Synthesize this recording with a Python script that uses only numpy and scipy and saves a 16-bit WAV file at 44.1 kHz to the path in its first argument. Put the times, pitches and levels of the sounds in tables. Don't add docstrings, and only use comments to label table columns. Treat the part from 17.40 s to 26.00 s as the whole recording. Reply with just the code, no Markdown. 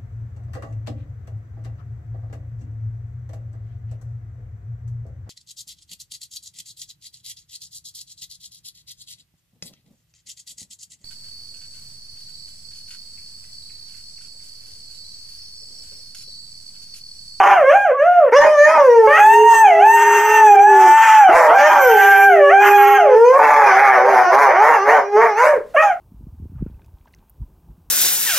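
import sys
import numpy as np
from scipy import signal
from scipy.fft import rfft, irfft
from scipy.io import wavfile
from scipy.ndimage import uniform_filter1d, minimum_filter1d

SR = 44100
rng = np.random.default_rng(int(sys.argv[2]) if len(sys.argv) > 2 else 0)


def store_wav(level_fs):
    pcm = np.round(np.clip(np.atleast_2d(level_fs), -1, 1) * 32767)
    wavfile.write(sys.argv[1], SR, pcm.T.astype(np.int16))


N = 379260
TIME = np.arange(N) / SR
BINS = np.fft.rfftfreq(N, 1 / SR)
EDGE_HZ = 15750

# (frequency [Hz], gain [dB])
HIGH_THROAT = [(1100, 12), (1600, 14.5), (2400, 3), (3100, -9), (3800, -35), (5200, -34.5), (6400, -17.5),
               (7600, -32.5), (9000, -32), (13000, -36.5), (16000, -39.5)]
LOW_THROAT = [(800, 13), (1100, 8.5), (1700, 4), (2300, -9), (2900, -17), (3700, -32.5), (4900, -21),
              (6300, -16.5), (7200, -44), (11000, -41), (16000, -58)]
# (frequency [Hz], relative level [dB])
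HIGH_COLOUR = [(120, -73), (300, -7), (500, -8), (900, 6.5), (1450, 12), (2300, 4), (3000, -3), (3900, -41),
               (6400, -28), (8800, -26.5), (13500, -28), (15500, -33.5)]
LOW_COLOUR = [(170, -42), (270, -24.5), (350, -23.5), (500, -7), (950, 1.5), (1400, -12), (2300, -17),
              (2750, -50), (3600, -44), (6100, -38.5), (8500, -39), (11300, -30), (15500, -45)]


def amp(db):
    return 10 ** (np.asarray(db) / 20)


def evened(x):
    return x / np.sqrt(np.mean(x ** 2) + 1e-20)


def read(points, hz):
    f, value = np.transpose(points)
    return np.interp(np.log(hz + 1), np.log(f + 1), value)


def coloured(x, points):
    return irfft(rfft(x) * amp(read(points, BINS)), N)


def waver(rate_hz):
    noise = rfft(rng.standard_normal(N))
    return evened(irfft(noise / (1 + (BINS / rate_hz) ** 4), N))


def gate(t, start, end, edge):
    nearest_end = np.minimum(t - start, end - t)
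    return np.sin(np.pi / 2 * np.clip(nearest_end / edge, 0, 1)) ** 2


def controls(rows):
    s, *columns = np.transpose(rows)
    at = np.flatnonzero((TIME >= s[0]) & (TIME <= s[-1]))
    return at, [np.interp(TIME[at], s, c) for c in columns]


def phrase(rows):
    glide_s = 0.0088
    at, (hz, *levels_db) = controls(rows)
    return at, [uniform_filter1d(hz, size=max(int(glide_s * SR), 1)), *levels_db]


def wow(throat, start, end, first_hz, top_hz, last_hz, place, fundamental_db, overtones_db):
    attack_s, release_s = 0.017, 0.038
    at = np.flatnonzero((TIME >= start) & (TIME <= end))
    t, place = TIME[at], np.clip(place, .05, .95)
    u = (t - start) / (end - start)
    rising = np.clip(1 - u / place, 0, 1) ** 2
    falling = np.clip((u - place) / (1 - place), 0, 1) ** 2
    hz = top_hz + (first_hz - top_hz) * rising + (last_hz - top_hz) * falling
    swell = np.minimum((t - start) / attack_s, (end - t) / release_s)
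    swell_db = 20 * np.log10(np.clip(swell, 1e-3, 1))
    mouth_db = overtones_db + swell_db
    second_db = mouth_db + read(throat, 2 * hz)
    return at, [hz, fundamental_db + swell_db, second_db, mouth_db]


def song(howls, wows, throat):
    return [phrase(rows) for rows in howls] + [wow(throat, *row) for row in wows]


def high_song():
    # (time [s], pitch [Hz], fundamental [dB], second harmonic [dB],
    # upper overtones before the throat [dB]); levels before the dog's overall gain
    howls = [
        [(0.0, 783, -13, -42.5, -53.5), (0.144, 797, -15.5, -26.5, -47), (0.241, 516, -15.5, -29, -41),
         (0.295, 557, -11.5, -21, -31.5), (0.325, 655, -16, -25.5, -36), (0.359, 805, -11.5, -22, -35),
         (0.439, 809, -19, -27, -44), (0.519, 491, -15.5, -35.5, -47), (0.554, 573, -47, -25.5, -69),
         (0.599, 549, -16.5, -32.5, -42), (0.676, 716.6, -14.5, -26.5, -49), (0.784, 700.6, -14, -29.5, -49),
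         (0.85, 550, -14, -29, -59.5), (0.9, 426, -28, -37, -47.5)],
        [(1.67, 534, -7, -17, -32), (1.772, 660.5, -26.5, -13.5, -17.5), (1.786, 816.7, -12, -19.5, -28),
         (1.971, 926, -6.5, -22, -21.5), (2.077, 930.3, -6, -24, -26), (2.223, 886.6, -10, -21.5, -36.5),
         (2.333, 662, -14, -45.5, -32), (2.386, 655.6, -17, -36.5, -35), (2.451, 859, -11, -22.5, -31),
         (2.534, 913.7, -10, -22.5, -32), (2.895, 912.7, -15.5, -28.5, -32.5), (2.996, 896, -8.5, -18, -27),
         (3.18, 780, -5.5, -30, -39.5), (3.282, 853.3, -7.5, -14.5, -34.5), (3.47, 875.5, -11.5, -25, -41),
         (3.625, 897, -13.5, -27, -43.5), (3.798, 854.3, -10, -21.5, -39), (3.919, 682, -10, -32.5, -30),
         (3.97, 658, -10, -27, -34), (4.087, 602.5, -17, -33, -47.5), (4.156, 788.6, -13.5, -23, -35),
         (4.28, 809, -19.5, -24.5, -38), (4.461, 765.5, -20, -19.5, -33.5), (4.599, 784.7, -13.5, -14.5, -37.5),
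         (4.876, 790.6, -9, -12, -29), (5.004, 583, -16, -40, -40.5), (5.045, 569, -9.5, -16, -29.5),
         (5.092, 571, -23, -22.5, -30), (5.134, 772, -3, -14.5, -30), (5.224, 822, -11, -15, -27.5),
         (5.27, 819, -27, -34.5, -48), (5.345, 817.5, -13, -14.5, -26), (5.395, 819, -15, -18.5, -28),
         (5.572, 802.6, -15, -23, -32.5), (5.682, 539, -15.5, -34, -49.5), (5.756, 474, -11.5, -24, -53.5)],
    ]
    # (start [s], end [s], first pitch [Hz], turning pitch [Hz], last pitch [Hz],
    # place of the turn [0-1], fundamental [dB], overtones before the throat [dB])
    wows = [(6, 6.367, 855, 860, 723.6, 0.2, -18.5, -39.5), (6.36, 6.627, 757, 825, 446.5, .33, -18.5, -42),
            (6.631, 6.982, 431.4, 756, 544.5, .47, -18.5, -46),
            (7.08, 7.4, 483.7, 917, 742, 0.8, -19.5, -43), (7.467, 7.6, 452, 769, 752, .74, -17.5, -36.5),
            (8.023, 8.192, 606, 607, 365, 0.4, -18, -46.5), (8.358, 8.44, 516, 641, 650, .8, -13, -26),
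            (8.417, 8.551, 834, 825, 615, 0.2, -19, -44)]
    return song(howls, wows, HIGH_THROAT)


def low_song():
    # (time [s], pitch [Hz], fundamental [dB], second harmonic [dB],
    # upper overtones before the throat [dB]); levels before the dog's overall gain
    howls = [
        [(0.92, 426, -18, -18.5, -43), (0.966, 570, 5.5, -2, -5.5), (1.02, 602, -15, -26.5, -28.5),
         (1.079, 624, -10, -27, -29.5), (1.17, 583.6, -19.5, -24.5, -33.5), (1.208, 584.2, -4, -21, -19.5),
         (1.339, 644.5, -17.5, -20, -30.5), (1.499, 481, -9, -21, -36), (1.66, 435.2, -13, -15, -42),
         (1.77, 422, -32, -18, -45), (1.88, 407.5, -26.5, -33, -63), (2.029, 432.7, -1, -16.5, -50),
         (2.145, 422.4, -38.5, -52, -65.5), (2.4, 410.6, -18, -17, -45.5), (2.47, 408, -20.5, -32, -56.5),
         (2.779, 414.2, -17, -35, -43), (2.93, 431.3, -25, -18.5, -40), (3.12, 414, -13, -19.5, -42.5),
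         (3.301, 402, -15, -20.5, -43.5), (3.485, 368.5, -21, -18, -49)],
        [(3.89, 331.8, -17, -3, -55.5), (3.959, 526.5, -32, -14, -24), (4.121, 437.8, -25, -14.5, -50),
         (4.165, 518, -28, -44, -37), (4.196, 573, -22, -28, -26), (4.265, 607.6, -8, -18.5, -20),
         (4.315, 634, -31.5, -31, -40), (4.465, 499, -11.5, -22, -29), (4.559, 415.5, -14, -14, -58),
         (4.59, 414, -16.5, -20, -74), (5.05, 397, -21, -27.5, -53), (5.35, 402, -20, -25, -39.5),
         (5.701, 414.4, -17, -21.5, -48), (5.841, 473.6, -7, -16.5, -36.5), (5.908, 512.5, -13.5, -18.5, -33.5),
         (5.98, 561, -9, -7, -41)],
        [(5.99, 450, -20, -10, -41), (6.115, 441.6, -26.5, -25, -34.5), (6.199, 437.6, -25, -15, -37),
         (6.331, 374, -29.5, -18, -30.5), (6.428, 411.6, -29, -10, -35.5), (6.598, 370, -29, -19.5, -37),
         (6.677, 401.9, -27, -19, -40), (6.872, 354.8, -29.5, -28, -34), (7.017, 440.2, -25, -15, -25.5),
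         (7.144, 345.7, -35, -27.5, -43.5), (7.238, 444.3, -18, -8, -30.5), (7.301, 473, -33, -24, -35),
         (7.403, 380, -29.5, -25, -41.5), (7.531, 464.2, -17, -21.5, -33.5), (7.62, 396.2, -34.5, -43, -40),
         (7.715, 408.4, -27, -30, -48.5), (7.758, 415.5, -9.5, -19.5, -39.5), (7.832, 468.2, -19, -15.5, -33.5),
         (7.944, 402.5, -28.5, -27, -45.5), (8.031, 509, -19, -9, -27), (8.087, 570.4, -20, -42.5, -35),
         (8.18, 529.2, -37, -43, -70.5)],
    ]
    # (start [s], end [s], first pitch [Hz], turning pitch [Hz], last pitch [Hz],
    # place of the turn [0-1], fundamental [dB], overtones before the throat [dB])
    chirps = [(8.342, 8.383, 745, 638.6, 645, .5, -9, -41)]
    return song(howls, chirps, LOW_THROAT)


def howl(phrases, throat, rasp_db, jitter, shimmer, rough_jitter, cycle_jitter, sway_db,
         usual_hz, lift, register_db, count=20):
    out, cycles, loudness = np.zeros((3, N))
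    drift, shake, flutter = waver(37.9), waver(171.5), waver(120)
    stagger = cycle_jitter * waver(220)
    sway = [sway_db * waver(14) for _ in range(4)]
    for at, (hz, fundamental_db, second_db, overtones_db) in phrases:
        opening = (hz / usual_hz) ** lift
        strain_db = register_db * np.log2(hz / usual_hz)
        levels = [amp(fundamental_db), amp(second_db)]
        for k in range(3, count + 1):
            throat_db = read(throat, k * hz / opening)
            treble_db = strain_db * np.clip(k * hz / 2500 - 1, 0, 1)
            levels.append(amp(overtones_db + throat_db + sway[k % 4][at] + treble_db))
        tone = sum(levels[:3])
        rough = np.clip(2 * amp(rasp_db[at]) / tone, 0, 1)
        shaken_hz = hz * (1 + jitter * drift[at] + rough_jitter * rough * shake[at])
        turns = np.cumsum(shaken_hz) / SR
        stack = np.zeros(len(at))
        for k, level in enumerate(levels, 1):
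            stack += level * (k * hz < EDGE_HZ) * np.sin(2 * np.pi * k * (turns + stagger[at]))
        voiced = gate(TIME[at], TIME[at[0]], TIME[at[-1]], .006)
        out[at] += np.sqrt(2) * stack * voiced * (1 + shimmer * rough * flutter[at])
        cycles[at], loudness[at] = turns, tone * voiced
    return out, cycles, loudness


def whistle(cycles, sideband_db):
    # (start [s], end [s], first frequency [Hz], last frequency [Hz],
    # level before flicker [dB], octave before flicker [dB], octave's sidebands against it [dB])
    notes = [(1.76, 2.083, 6220, 6140, -39.5, -43.5, -4), (2.035, 2.254, 6184, 6220, -33, -57, 10),
             (2.44, 3.167, 6123, 6010, -36, -43.5, -3.5), (3.173, 3.858, 6024, 5900, -38, -48.5, -1),
             (4.124, 4.421, 5900, 6000, -47, -46.5, -6), (4.376, 4.878, 6020, 5804, -39.5, -33.5, -3.5),
             (5.189, 5.36, 6016, 5930, -39, -36, -20), (5.3, 5.568, 5890, 5950, -48, -35, -15)]
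    out, drift, flicker = np.zeros(N), 0.0018 * waver(33), amp(1.44 * waver(20))
    for start, end, first_hz, last_hz, db, octave_db, octave_sideband_db in notes:
        at, (hz,) = controls([(start, first_hz), (end, last_hz)])
        turn = np.exp(2j * np.pi * np.cumsum(hz * (1 + drift[at])) / SR)
        fold = np.exp(2j * np.pi * cycles[at])
        chop = 0.27 * fold + fold ** 2 + 0.28 * fold ** 3
        tone = amp(db) * turn * (1 + amp(sideband_db) * chop)
        tone += amp(octave_db) * turn ** 2 * (1 + amp(octave_sideband_db) * chop)
        out[at] += np.sqrt(2) * tone.imag * flicker[at] * gate(TIME[at], start, end, 0.043)
    return out


def split_tone(cycles, rows, colour, unrest, order):
    out, slip = np.zeros(N), unrest * waver(30)
    for start, end, db in rows:
        at = np.flatnonzero((TIME > start) & (TIME < end))
        hz = np.median(np.diff(cycles[at])) * SR
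        multiples = [k / order for k in range(order - 1, 7 * order) if k % order]
        lines = np.zeros(len(at))
        for m in multiples:
            phase = m * cycles[at] + slip[at] + rng.random()
            lines += amp(read(colour, m * hz)) * np.sin(2 * np.pi * phase)
        out[at] += amp(db) * evened(lines) * gate(TIME[at], start, end, 0.019)
    return out


def split_tones(high_cycles, low_cycles):
    # (start [s], end [s], rms level before the edges fade [dB])
    high_thirds = [(2.552, 3.05, -27.5), (3.307, 3.85, -25), (5.368, 5.591, -19)]
    high_quarters = [(4.294, 4.431, -39), (4.588, 4.85, -21)]
    low_halves = [(0.976, 1.072, -11.5), (1.248, 1.335, -19), (1.334, 1.415, -13.5), (4.177, 4.406, -15),
                  (7.756, 7.886, -17)]
    low_thirds = [(6.034, 6.303, -39), (6.473, 6.774, -18.5), (7.525, 7.61, -11)]
    splits = split_tone(high_cycles, high_thirds, HIGH_COLOUR, unrest=0.29, order=3)
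    splits += split_tone(high_cycles, high_quarters, HIGH_COLOUR, unrest=0.055, order=4)
    splits += split_tone(low_cycles, low_halves, LOW_COLOUR, unrest=0.31, order=2)
    splits += split_tone(low_cycles, low_thirds, LOW_COLOUR, unrest=0.15, order=3)
    return splits


def hoarseness(phrases):
    # (start [s], end [s], throat band [dB], mouth band [dB], hiss [dB])
    breaks = [(-.03, 0.131, -7.5, -16, -40), (.3, 0.344, -30.5, -26, -53), (.93, 1.018, -28, -14, -45.5),
              (1.01, 1.056, -9, -17.5, -57), (1.26, 1.328, -30.5, -19.5, -51.5),
              (1.354, 1.409, -12, -37, -53), (1.693, 1.766, -26, -22, -34), (1.769, 1.788, -20, -16, -47),
              (2.058, 2.176, -23, -34.5, -35.5), (2.56, 2.643, -35.5, -27.5, -42),
              (2.659, 2.895, -29, -25, -41), (2.894, 3.075, -37, -25, -39.5),
              (3.316, 3.557, -26.5, -32, -38.5), (3.582, 3.789, -23.5, -16, -34.5),
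              (3.912, 4.034, -4.5, -12, -34.5), (4.04, 4.164, -14.5, -26, -41.5),
              (4.183, 4.288, -20, -18.5, -38), (4.307, 4.398, -10.5, -24, -38.5),
              (4.46, 4.85, -36, -19, -36.5), (5.234, 5.301, -13.5, -14, -37.5), (5.33, 5.58, -42, -37, -51),
              (5.96, 6.283, -9, -16, -43.5), (6.302, 6.586, -14.5, -13, -44.5),
              (6.669, 6.816, -11, -19.5, -43.5), (6.941, 7.058, -5, -14.5, -38.5),
              (7.05, 7.183, -21.5, -20.5, -62), (7.229, 7.333, -5, -14, -40), (7.478, 7.551, -9, -16, -43),
              (7.817, 7.87, -21, -17.5, -49), (7.985, 8.075, -18, -14.5, -42),
              (8.113, 8.156, -22, -32, -58), (8.352, 8.405, -23.5, -23, -48),
              (8.425, 8.45, -22.5, -26, -39)]
    # (throat, mouth, hiss [dB])
    air_db = (-37.5, -29.5, -47)
    rise_db_per_s, fall_db_per_s = 468, 278.5
    voice = np.zeros(N)
    for at, (_, fundamental_db, second_db, _) in phrases:
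        voice[at] += amp(fundamental_db) + amp(second_db)
    level = amp(air_db)[:, None] * (uniform_filter1d(voice, size=1500) + .003)
    for start, end, *bands_db in breaks:
        at = np.flatnonzero((TIME > start - .2) & (TIME < end + .3))
        t = TIME[at]
        shape_db = -4.5 * np.clip(2 * (t - start) / (end - start) - 1, -1, 1) ** 2
        shape_db -= rise_db_per_s * np.maximum(start - t, 0)
        shape_db -= fall_db_per_s * np.maximum(t - end, 0)
        level[:, at] = np.maximum(level[:, at], amp(bands_db)[:, None] * amp(shape_db))
    voiced = np.clip(uniform_filter1d(voice, size=600) / .03, .02, 1)
    surge_db = 1.5 * waver(20)
    return 20 * np.log10(level * voiced) + surge_db


def growl(dog, unrest_hz, air_share, throb, order, count):
    _, cycles, loudness = dog
    steps = np.arange(0, TIME[-1] + 1, 1 / unrest_hz)
    step = np.exp(2j * np.pi * cycles / order)
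    partial, lines = np.ones(N, complex), np.zeros(N)
    for _ in range(count):
        partial = partial * step
        chance = rng.standard_normal((len(steps), 2)) @ [1, 1j]
        lines += (np.interp(TIME, steps, chance) * partial).real
    voiced = np.minimum(loudness / .01, 1)
    puffs = (0.23 + np.exp(-(cycles % 1) / 0.5)) * rng.standard_normal(N)
    beat = 1 + throb * np.cos(2 * np.pi * cycles / order + waver(unrest_hz))
    return beat * (evened(lines * voiced) + air_share * evened(puffs))


def rasp(drive, colour, levels_db, trims_db):
    # (from [Hz], to [Hz])
    bands = [(550, 1350), (1400, 2600), (4200, 7000)]
    air = rfft(coloured(drive, colour))
    corners_hz = [1050, 1560, 2980, 4050]
    shares = [(1, 0, 0, 0), (0, 1, 1, 0), (0, 0, 0, 1)]
    out = np.zeros(N)
    for (lo, hi), share, db, trim_db in zip(bands, shares, levels_db, trims_db):
        strength = np.std(irfft(air * ((BINS > lo) & (BINS < hi)), N))
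        band = irfft(air * np.interp(BINS, corners_hz, share), N)
        out += amp(db + trim_db) * band / strength
    return out


def hoarse_voices(high, low, rasp_db):
    # (start [s], end [s])
    low_turns = [(0.901, 1.4), (3.898, 4.1), (5.899, 8.3)]
    high_growl = growl(high, unrest_hz=80, air_share=.45, throb=.4, order=4, count=34)
    low_growl = growl(low, unrest_hz=55, air_share=.65, throb=.6, order=3, count=48)
    high_rasp = rasp(high_growl, HIGH_COLOUR, rasp_db, trims_db=(-2, -2.5, -4))
    low_rasp = rasp(low_growl, LOW_COLOUR, rasp_db, trims_db=(-1.5, -1.5, -1.5))
    low_turn = sum(gate(TIME, start, end, 0.045) for start, end in low_turns)
    return low_turn * low_rasp + (1 - low_turn) * high_rasp


def room(x, bass_wet_db, wet_db, treble_wet_db):
    # (frequency [Hz], time to fall 60 dB [s])
    t60 = [(200, 0.22), (600, 0.32), (2000, 0.25), (6000, 0.16), (15000, 0.28)]
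    # (frequency [Hz], side against middle [dB])
    width = [(100, -16.5), (1000, -8), (2200, -17), (5000, 2.5), (15000, -5)]
    size = SR // 2
    struck = (rng.random((2, size)) < 2500 / SR) * (TIME[:size] > .003)
    taps = rng.standard_normal((2, size)) * struck
    hz, t, z = signal.stft(taps, SR, nperseg=256)
    decay = amp(-60 * t / read(t60, hz)[:, None])
    tails = signal.istft(z * decay, SR, nperseg=256)[1]
    sent = coloured(x, [(450, bass_wet_db), (1000, wet_db), (5000, treble_wet_db)])
    middle, side = (signal.fftconvolve(sent, tail / np.linalg.norm(tail))[:N] for tail in tails)
    side = coloured(side, width)
    return np.array([middle + side, middle - side])


def house(floor_db, thump_decay):
    # (frequency [Hz], relative level [dB])
    spectrum = [(20, 0.5), (70, -3.5), (250, -7), (600, -14.5), (15000, -34)]
    # (time [s], peak gain added to the floor [dB])
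    thumps = [(1.01, -24), (1.28, -56), (1.5, -50), (1.69, -33), (3.95, -27), (4.47, -38)]
    level = amp(floor_db + 4.5 * waver(6))
    for s, db in thumps:
        level = level + amp(db) * np.exp(-abs(TIME - s) / thump_decay)
    middle, side = (evened(coloured(rng.standard_normal(N), spectrum)) for _ in range(2))
    return level * np.array([middle + .18 * side, middle - .18 * side])


def scene():
    high_phrases, low_phrases = high_song(), low_song()
    rasp_db = hoarseness(high_phrases + low_phrases)
    high = howl(high_phrases, HIGH_THROAT, rasp_db[0], jitter=0.00467, shimmer=0.35, rough_jitter=.022,
                cycle_jitter=0.002, sway_db=3.5, usual_hz=840, lift=0.12, register_db=10)
    low = howl(low_phrases, LOW_THROAT, rasp_db[0], jitter=0.00413, shimmer=0.044, rough_jitter=0.01408,
               cycle_jitter=0.0023, sway_db=4.5, usual_hz=437, lift=0.1, register_db=-2.5)
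    dogs = amp(3.48) * high[0] + amp(1.68) * low[0]
    dogs += split_tones(high[1], low[1])
    dogs += hoarse_voices(high, low, rasp_db)
    dogs += whistle(high[1], sideband_db=-5.5)
    direct = dogs * amp([[-.4], [.4]])
    reflected = room(dogs, bass_wet_db=-6.5, wet_db=-8.0, treble_wet_db=-3.5)
    return direct + reflected + house(floor_db=-58.0, thump_decay=0.011)


def record(dry):
    need = 1 / np.maximum(abs(dry).max(0) / .95, 1)
    gain = uniform_filter1d(minimum_filter1d(need, size=400), size=400)
    low_pass = signal.firwin(511, EDGE_HZ, window=("kaiser", 9), fs=SR)
    return signal.oaconvolve(dry * gain, low_pass[None], "same")


dry = scene()
out = record(dry)
store_wav(out)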